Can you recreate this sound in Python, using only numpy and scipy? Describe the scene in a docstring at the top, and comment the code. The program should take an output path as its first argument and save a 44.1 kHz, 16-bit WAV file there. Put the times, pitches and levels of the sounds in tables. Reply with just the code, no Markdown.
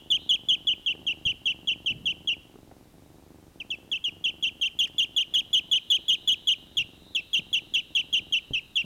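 """Living room, on a sofa: a duckling peeps close by; a sleeping kitten purrs softly beside it.
Each peep is a dipping whistle from the two sides of the syrinx, which beat against each other.
Some peeps carry a brief scratchy rasp; webbed feet thud on the cushion now and then. The purr is
larynx pulses ringing throat and chest. Behind them: wall reflections, a thin hiss, still room air."""
import sys
import numpy as np
from scipy import signal
from scipy.fft import rfft, irfft
from scipy.io import wavfile
from scipy.ndimage import map_coordinates

SR = 44100
rng = np.random.default_rng(int(sys.argv[2]) if len(sys.argv) > 2 else 0)


def output_pcm(signal):
    """Save a mono or channel-first signal as 16-bit PCM at the path in sys.argv[1].

    Samples are clipped to [-1, 1] before scaling.
    """
    pcm = np.clip(np.atleast_2d(signal).T, -1, 1) * 32767
    wavfile.write(sys.argv[1], SR, np.round(pcm).astype(np.int16))


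N = 390268

# peeps: start_s, length_s, opening_hz, dip_hz, crest_hz, level_db
PEEPS = [(0.1024, 0.073, 3503, 2873, 3244, -22), (0.2913, 0.072, 3445, 2880, 3290, -21.5),
         (0.4856, 0.071, 3414, 2878, 3215, -21.5), (0.6694, 0.071, 3435, 2838, 3110, -23.0),
         (0.8606, 0.07, 3303, 2720, 3064, -25.5), (1.0658, 0.065, 3275, 2685, 3020, -26),
         (1.2518, 0.072, 3276, 2740, 3066, -25), (1.4557, 0.071, 3296, 2690, 3060, -25),
         (1.6725, 0.067, 3370, 2718, 3080, -25.0), (1.8595, 0.067, 3260, 2667, 3045, -26.1),
         (2.0558, 0.071, 3332, 2720, 3090, -26), (2.2729, 0.07, 3323, 2720, 2940, -25.5),
         (3.6, 0.026, 3200, 2670, 2500, -35.5), (3.7032, 0.05, 3417, 2640, 2680, -31),
         (3.9149, 0.065, 3387, 2635, 3150, -28), (4.0402, 0.056, 3350, 2830, 2893, -27),
         (4.24, 0.067, 3350, 2706, 3114, -25.5), (4.425, 0.071, 3354, 2700, 3150, -25.5),
         (4.6117, 0.073, 3260, 2726, 3190, -25), (4.7885, 0.073, 3400, 2780, 3200, -23.5),
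         (4.9811, 0.071, 3436, 2773, 3250, -23), (5.1628, 0.072, 3420, 2807, 3205, -23.0),
         (5.3378, 0.074, 3410, 2867, 3290, -22.5), (5.5295, 0.07, 3434, 2884, 3175, -21),
         (5.713, 0.074, 3406, 2867, 3180, -21.5), (5.9006, 0.075, 3460, 2893, 3227, -21),
         (6.081, 0.076, 3400, 2848, 3220, -21.5), (6.2742, 0.073, 3450, 2886, 3290, -21.5),
         (6.471, 0.072, 3400, 2840, 3205, -21.4), (6.7692, 0.06, 3394, 2694, 2890, -24.5),
         (7.1482, 0.058, 3480, 2600, 2730, -26.5), (7.3308, 0.069, 3345, 2730, 3160, -23.5),
         (7.5286, 0.066, 3397, 2730, 3046, -24), (7.7373, 0.07, 3364, 2680, 3040, -24),
         (7.9503, 0.067, 3334, 2683, 3086, -23.5), (8.127, 0.07, 3325, 2762, 3110, -23),
         (8.3231, 0.069, 3280, 2674, 3040, -23.5), (8.5335, 0.064, 3180, 2577, 2877, -26.5),
         (8.7557, 0.069, 3426, 2683, 2826, -24.5)]
# mistuning of the two sides of the syrinx: time_s, gap_hz
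MISTUNING = [(0.3, 261), (1.5, 313), (2.2, 244), (3.8, 308), (5.0, 349), (5.8, 406), (7.3, 396),
             (8.85, 330)]
# bill opening, as strength of the top overtones: time_s, level_db
BILL_OPENING = [(0.4, -42), (0.7, -57.5), (1.25, -44.5), (1.5, -46), (4.3, -42.5), (4.7, -32), (5.3, -35),
                (6.3, -33.5), (6.8, -33), (7.5, -35.5), (7.9, -35), (8.15, -34.5), (8.6, -41.5)]
# throat and bill filter on the overtones: freq_hz, gain_db
THROAT_SPECTRUM = [(4600, 5.5), (5400, 0), (6000, -1.5), (6500, 2), (7000, -1), (7800, -21), (8800, -15),
                   (9700, -9), (10500, -10.5), (11500, -20.5), (13000, -4), (13900, 2.5), (14800, -5),
                   (16000, -8)]
# air rasping through the open bill: freq_hz, gain_db
RASP_SPECTRUM = [(1500, -11.5), (3800, 13.5), (5000, -17), (6500, -4.5), (8000, -14.5), (12000, -10.5),
                 (14500, -14)]
# brief scratchy rasps on some peeps: time_s, relative_db
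RASP_BURSTS = [(3.921, -70), (4.8734, -64.5), (5.3435, -60), (5.3974, -69), (5.904, -68), (6.086, -72),
               (6.2788, -67), (7.741, -67.5)]
# colour of the brief rasps: freq_hz, gain_db
RASP_BURST_SPECTRUM = [(300, -2.5), (1000, -23.5), (1700, 7), (3000, -8), (5000, 2.5), (9000, -16.5),
                       (16000, -21)]
# purr bouts, breathing in and out by turns: start_s, end_s, pulse_rate_hz
PURR_BOUTS = [(0.021, 0.24, 25.25), (0.263, 0.8, 23.25), (0.899, 1.35, 25.55), (1.417, 1.87, 23.35),
              (2.047, 2.39, 25.0), (2.452, 2.88, 22.3), (2.941, 3.49, 24.75), (3.558, 3.94, 22.0),
              (4.082, 4.62, 23.25), (4.751, 5.16, 20.45), (5.281, 5.75, 22.15), (5.991, 6.49, 20.85),
              (6.583, 7.22, 22.85), (7.365, 7.79, 19.6), (7.905, 8.38, 22.05)]
# second larynx flap, rows for breath in and out: lag_s, relative_db
SECOND_FLAPS = [(0.0123, -4), (0.016, -5)]
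# larynx pulse strength: time_s, level_db
PURR_DRIVE = [(0.3, -36.5), (1.6, -35.5), (3.2, -38), (3.8, -37), (6.2, -39.5), (8.2, -39)]
# kitten's throat and chest modes: freq_hz, gain_db, t60_s
PURR_MODES = [(97, -25.5, 0.072), (175, -16, 0.034), (308, -4, 0.019), (540, -3, 0.0035), (720, -15, .007)]
# webbed feet on the cushion: start_s, level_db, corner_hz, decay_s
STEPS = [(.95, -38, 743, 0.0052), (0.992, -49.5, 424, 0.057), (1.261, -35.5, 160, 0.019),
         (1.897, -39.5, 250, 0.12), (2.556, -36.5, 610, 0.0033), (2.712, -42, 900, .004),
         (5.985, -42.5, 386, 0.011), (6.787, -42, 200, 0.03), (7.392, -28.5, 270, 0.0064),
         (8.199, -45.5, 260, 0.021), (8.507, -27.5, 222, 0.012), (8.842, -31.5, 240, 0.0056)]
# wall reflections: freq_hz, gain_db
ROOM_SPECTRUM = [(100, 9.5), (1000, -1), (2300, -4.5), (2800, -2.5), (3400, -3), (5000, -3), (7000, -13),
                 (16000, -20)]
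# swells of the thin hiss: time_s, level_db
HISS_LEVEL = [(.14, -77), (.22, -52.5), (.4, -71.5), (4.5, -85), (6.1, -57), (6.95, -64.5), (7.08, -58),
              (8.85, -65)]
# hiss band near 4 kHz: freq_hz, gain_db
HISS_SPECTRUM = [(3000, -43), (3650, -2.5), (3900, -2.5), (4150, -11), (4600, -42)]
# still room air: freq_hz, gain_db
AIR_SPECTRUM = [(15, -34), (25, 1), (76, 1), (133, -3), (261, -2), (710, -14), (1820, -20), (3300, -22),
                (3990, -23.5), (14600, -27.5), (15800, -32)]

# place, *_at and *_width are fractions of a peep's length
DIP_S, USUAL_DIP_HZ, CLASH_AT, WIDE_BILL_DB = 0.034, 2750, 0.43, -32.5


def duckling():
    """A run of peeps, each with its own pitch course and strength."""
    out = np.zeros(N)
    for start_s, *row in PEEPS:
        add(out, start_s, peep(start_s, *row))
    return out


def peep(start_s, length_s, opening_hz, dip_hz, crest_hz, level_db, attack_s=0.0022, soft_db=-25):
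    """Two membranes whistle in one airflow, part early and clash most around the dip."""
    t = np.arange(SR // 10) / SR
    place = t / length_s
    pitch_hz = glide_hz(place, length_s, opening_hz, dip_hz, crest_hz) * (1 + 0.003 * wander(t, 500))
    full_gap_hz = in_time(MISTUNING, start_s) + 0.57 * (USUAL_DIP_HZ - dip_hz)
    gap_hz = full_gap_hz * ramp(place, 0.09, 0.224) * (1 + 0.076 * wander(t, 90))
    beat_rad = 2 * np.pi * (np.cumsum(gap_hz) / SR + rng.random())
    swell_db = 9 * bump(place, CLASH_AT, 0.22)
    upper_scatter_db, bill_scatter_db = rng.standard_normal(2)
    dropout_db = 1.9 * min(level_db - soft_db, 0)   # soft peeps lose the upper voice
    wave = syrinx(pitch_hz, beat_rad, upper_db=-17.5 + upper_scatter_db + swell_db + dropout_db)
    bill_db = in_time(BILL_OPENING, start_s) + bill_scatter_db
    clash = from_db(swell_db - 12)
    treble = overtones(t, np.angle(wave), pitch_hz, gap_hz, beat_rad, clash, bill_db)
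    treble += rasp(t, pitch_hz, bill_db)
    voice = wave.real + ramp(t, 0, 0.004) * np.sqrt(np.abs(wave)) * treble
    onset = np.sin(np.pi / 2 * ramp(t, 0, attack_s)) ** 2
    return np.sqrt(2) * from_db(level_db) * breath(place, opening_hz - dip_hz) * onset * voice


def syrinx(pitch_hz, beat_rad, upper_db, coupling=0.16):
    """Joint complex wave of both sides; each tugs at the other, adding faint sidebands."""
    upper = from_db(upper_db)
    lower_voice = np.exp(2j * np.pi * np.cumsum(pitch_hz) / SR)
    beating = 1 + upper * np.exp(1j * beat_rad)
    tug = 1 + 2 * coupling * upper * np.cos(beat_rad)
    return lower_voice * beating * tug / np.sqrt(1 + upper ** 2)


def glide_hz(place, length_s, opening_hz, dip_hz, crest_hz, crest_at=0.77, end_at=1.075, flatness=1.135):
    """Pitch hooks up, dips, crests again, then slides down as the pressure goes."""
    top_at = max(0.062 + 4.0 * (length_s - 0.07), 0.02)   # long peeps climb longer
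    dip_at = min(DIP_S / length_s, 0.58)
    end_hz = 2247 + 0.31 * (dip_hz - USUAL_DIP_HZ)
    turn = np.interp(place, [top_at, dip_at, crest_at, end_at], np.arange(4))
    eased = np.floor(turn) + (1 - np.cos(np.pi * (turn % 1))) / 2
    from_dip = np.minimum(np.abs(eased - 1), 1)
    eased += np.sign(eased - 1) * (from_dip ** flatness - from_dip)   # linger in the dip
    hook_hz = 1500 * np.maximum(top_at - place, 0) ** 2 / top_at
    return np.interp(eased, np.arange(4), [opening_hz, dip_hz, crest_hz, end_hz]) - hook_hz


def breath(place, drop_hz, hold_db=-0.2, release_at=0.7, silent_at=1.0366, sag_db_per_hz=0.0231):
    """Peep envelope: push, hold, rounded release; a deep pitch drop also sags in level."""
    push_db = 3.5 * bump(place, centre_at=0.27, hill_width=0.13)
    sag_db = sag_db_per_hz * (drop_hz - 620) * (place - CLASH_AT)
    release = 1 - ramp(place, release_at, silent_at) ** 1.34
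    return from_db(hold_db + push_db - sag_db) * release


def overtones(t, phase_rad, pitch_hz, gap_hz, beat_rad, clash, bill_db, fade_db_per_s=39):
    """Harmonics 2-5 through throat and bill, strongest at high pressure and so high pitch."""
    # a clash pulls the octave towards the sum tone, splits it and weakens the higher harmonics
    pull_rad = 2 * np.pi * np.cumsum(gap_hz * np.minimum(clash, 1) ** 1.4) / SR
    splitting = 1 + 0.28 * clash * np.cos(beat_rad)
    blur_db = -8 * (clash - 0.5)
    octave_db = -21.5 + 0.4 * (bill_db - WIDE_BILL_DB)
    octave = from_db(octave_db) * np.cos(2 * phase_rad + pull_rad) * splitting
    levels_db = [octave_db - 1 + blur_db, bill_db + 2 + blur_db, bill_db - 6]
    higher = sum(from_db(db) * np.cos(k * phase_rad) for k, db in enumerate(levels_db, 3))
    pressure_db = 0.0043 * (pitch_hz - 3235) - fade_db_per_s * (t - DIP_S)
    return coloured(octave + higher, THROAT_SPECTRUM) * from_db(pressure_db)


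def rasp(t, pitch_hz, bill_db, attack_s=0.004, fade_db_per_s=68.5):
    """Air rasps through the bill, more when it is wide open and the pressure is high."""
    opening_db = -27.5 + 0.56 * (bill_db - WIDE_BILL_DB)
    pressure_db = 0.002 * (pitch_hz - 3370) - fade_db_per_s * t
    return from_db(opening_db + pressure_db) * ramp(t, 0, attack_s) * noise(RASP_SPECTRUM, len(t))


def purr(taper_db=1.0, jitter_s=0.00057):
    """The kitten's larynx flaps twice a cycle, ringing throat and chest; fur muffles the top."""
    flaps = np.zeros(N)
    for bout, (start_s, end_s, rate_hz) in enumerate(PURR_BOUTS):
        lag_s, second_db = SECOND_FLAPS[bout % 2]
        times_s = np.arange(start_s, end_s, 1 / rate_hz)
        scatter = rng.standard_normal((40, 4))
        for time_s, (slip1, slip2, scatter1_db, scatter2_db) in zip(times_s, scatter):
            arch = np.sin(np.pi * (time_s - start_s) / (end_s - start_s)) - 2 / np.pi
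            pulse_db = in_time(PURR_DRIVE, time_s) + taper_db * arch
            add(flaps, time_s + jitter_s * slip1, from_db([pulse_db + scatter1_db]))
            add(flaps, time_s + lag_s + jitter_s * slip2, from_db([pulse_db + second_db + scatter2_db]))
    body = sum(from_db(db) * ring(flaps, hz, t60_s) for hz, db, t60_s in PURR_MODES)
    fur = signal.butter(5, [70, 1000], "band", fs=SR, output="sos")
    return signal.sosfilt(fur, body)


def footsteps(attack_s=0.002):
    """A foot pushes into the cushion: a short dull rumble with a little scuff."""
    out, t = np.zeros(N), np.arange(SR // 2) / SR
    shape = [(1 / 8, -12), (0.7, 2), (0.73, 0), (1.5, -14), (3, -25), (8, -56)]   # corner_ratio, gain_db
    for start_s, level_db, corner_hz, decay_s in STEPS:
        rumble = noise([(corner_hz * ratio, db) for ratio, db in shape], len(t))
        envelope = ramp(t, 0, attack_s) * np.exp(-t / decay_s)
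        add(out, start_s, from_db(level_db) * rumble * envelope)
    return out


def rasp_bursts(gain_db=18.0, decay_s=0.0063):
    """Brief scratchy rasps, mostly at the onset or crest of a peep."""
    out, t = np.zeros(N), np.arange(1024) / SR
    for time_s, relative_db in RASP_BURSTS:
        burst = noise(RASP_BURST_SPECTRUM, len(t)) * np.exp(-t / decay_s)
        add(out, time_s, from_db(relative_db + gain_db) * burst)
    return out


def room(near, t60_s=0.67, build_s=0.0034, wet_db=-22, lingering_db=-52):
    """Diffuse wall reflections build and die away; at the start an earlier peep still rings."""
    t = np.arange(SR) / SR
    envelope = from_db(-60 * t / t60_s) * (1 - np.exp(-t / build_s))
    tail = noise(ROOM_SPECTRUM, len(t)) * envelope
    peep_band = np.abs(rfft(tail))[2700:3400]   # one bin per Hz
    tail /= np.sqrt(np.mean(peep_band ** 2))
    reflections = from_db(wet_db) * signal.fftconvolve(near, tail)[:N]
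    lingering = noise([(2300, -50.5), (2850, -3.5), (3400, -10.0), (4100, -51)], N)
    return reflections + lingering * from_db(lingering_db - 60 * np.arange(N) / SR / t60_s)


def background(air_db=-57.5):
    """A thin hiss swells and fades over the still air of the room."""
    hiss = from_db(in_time(HISS_LEVEL, np.arange(N) / SR)) * noise(HISS_SPECTRUM, N)
    return hiss + from_db(air_db) * noise(AIR_SPECTRUM, N)


def from_db(db):
    """Decibels to gain."""
    return 10 ** (np.asarray(db) / 20)


def coloured(x, spectrum):
    """Filter by (freq_hz, gain_db) points on a log-frequency axis."""
    freq_hz, gain_db = np.transpose(spectrum)
    bins_hz = np.maximum(np.fft.rfftfreq(len(x), 1 / SR), 1)
    bins_db = np.interp(np.log(bins_hz), np.log(freq_hz), gain_db)
    return irfft(rfft(x) * from_db(bins_db), len(x))


def noise(spectrum, size):
    """Coloured noise, rms 1."""
    x = coloured(rng.standard_normal(size), spectrum)
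    return x / x.std()


def wander(t, rate_hz):
    """Smooth random wobble, spread about 1."""
    return map_coordinates(rng.standard_normal(256), [t * rate_hz], order=3, mode="wrap")


def ring(clicks, freq_hz, t60_s):
    """Resonator: a unit click starts a decaying sine of height 1."""
    radius = np.exp(-np.log(1000) / (t60_s * SR))
    step_rad = 2 * np.pi * freq_hz / SR
    feedback = [1, -2 * radius * np.cos(step_rad), radius ** 2]
    return signal.lfilter([0, np.sin(step_rad)], feedback, clicks + 1e-18)


def add(out, start_s, sound):
    """Mix a sound in at start_s."""
    i = min(max(round(start_s * SR), 0), N)
    out[i:i + len(sound)] += sound[:N - i]


def in_time(curve, time_s):
    """Control curve value at time_s."""
    return np.interp(time_s, *np.transpose(curve))


def bump(place, centre_at, hill_width):
    """Gaussian hill, height 1."""
    return np.exp(-((place - centre_at) / hill_width) ** 2)


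def ramp(x, start, end):
    """Linear rise from 0 to 1."""
    return np.clip((x - start) / (end - start), 0, 1)


def scene():
    """Duckling and kitten up close, the room behind them; mono."""
    near = duckling() + purr() + footsteps() + rasp_bursts()
    return (near + room(near) + background())[None]


def record(dry, cutoff_hz=16000):
    """Steep low-pass."""
    return signal.sosfilt(signal.ellip(10, 0.1, 80, cutoff_hz, fs=SR, output="sos"), dry)


dry = scene()
out = record(dry)
output_pcm(out)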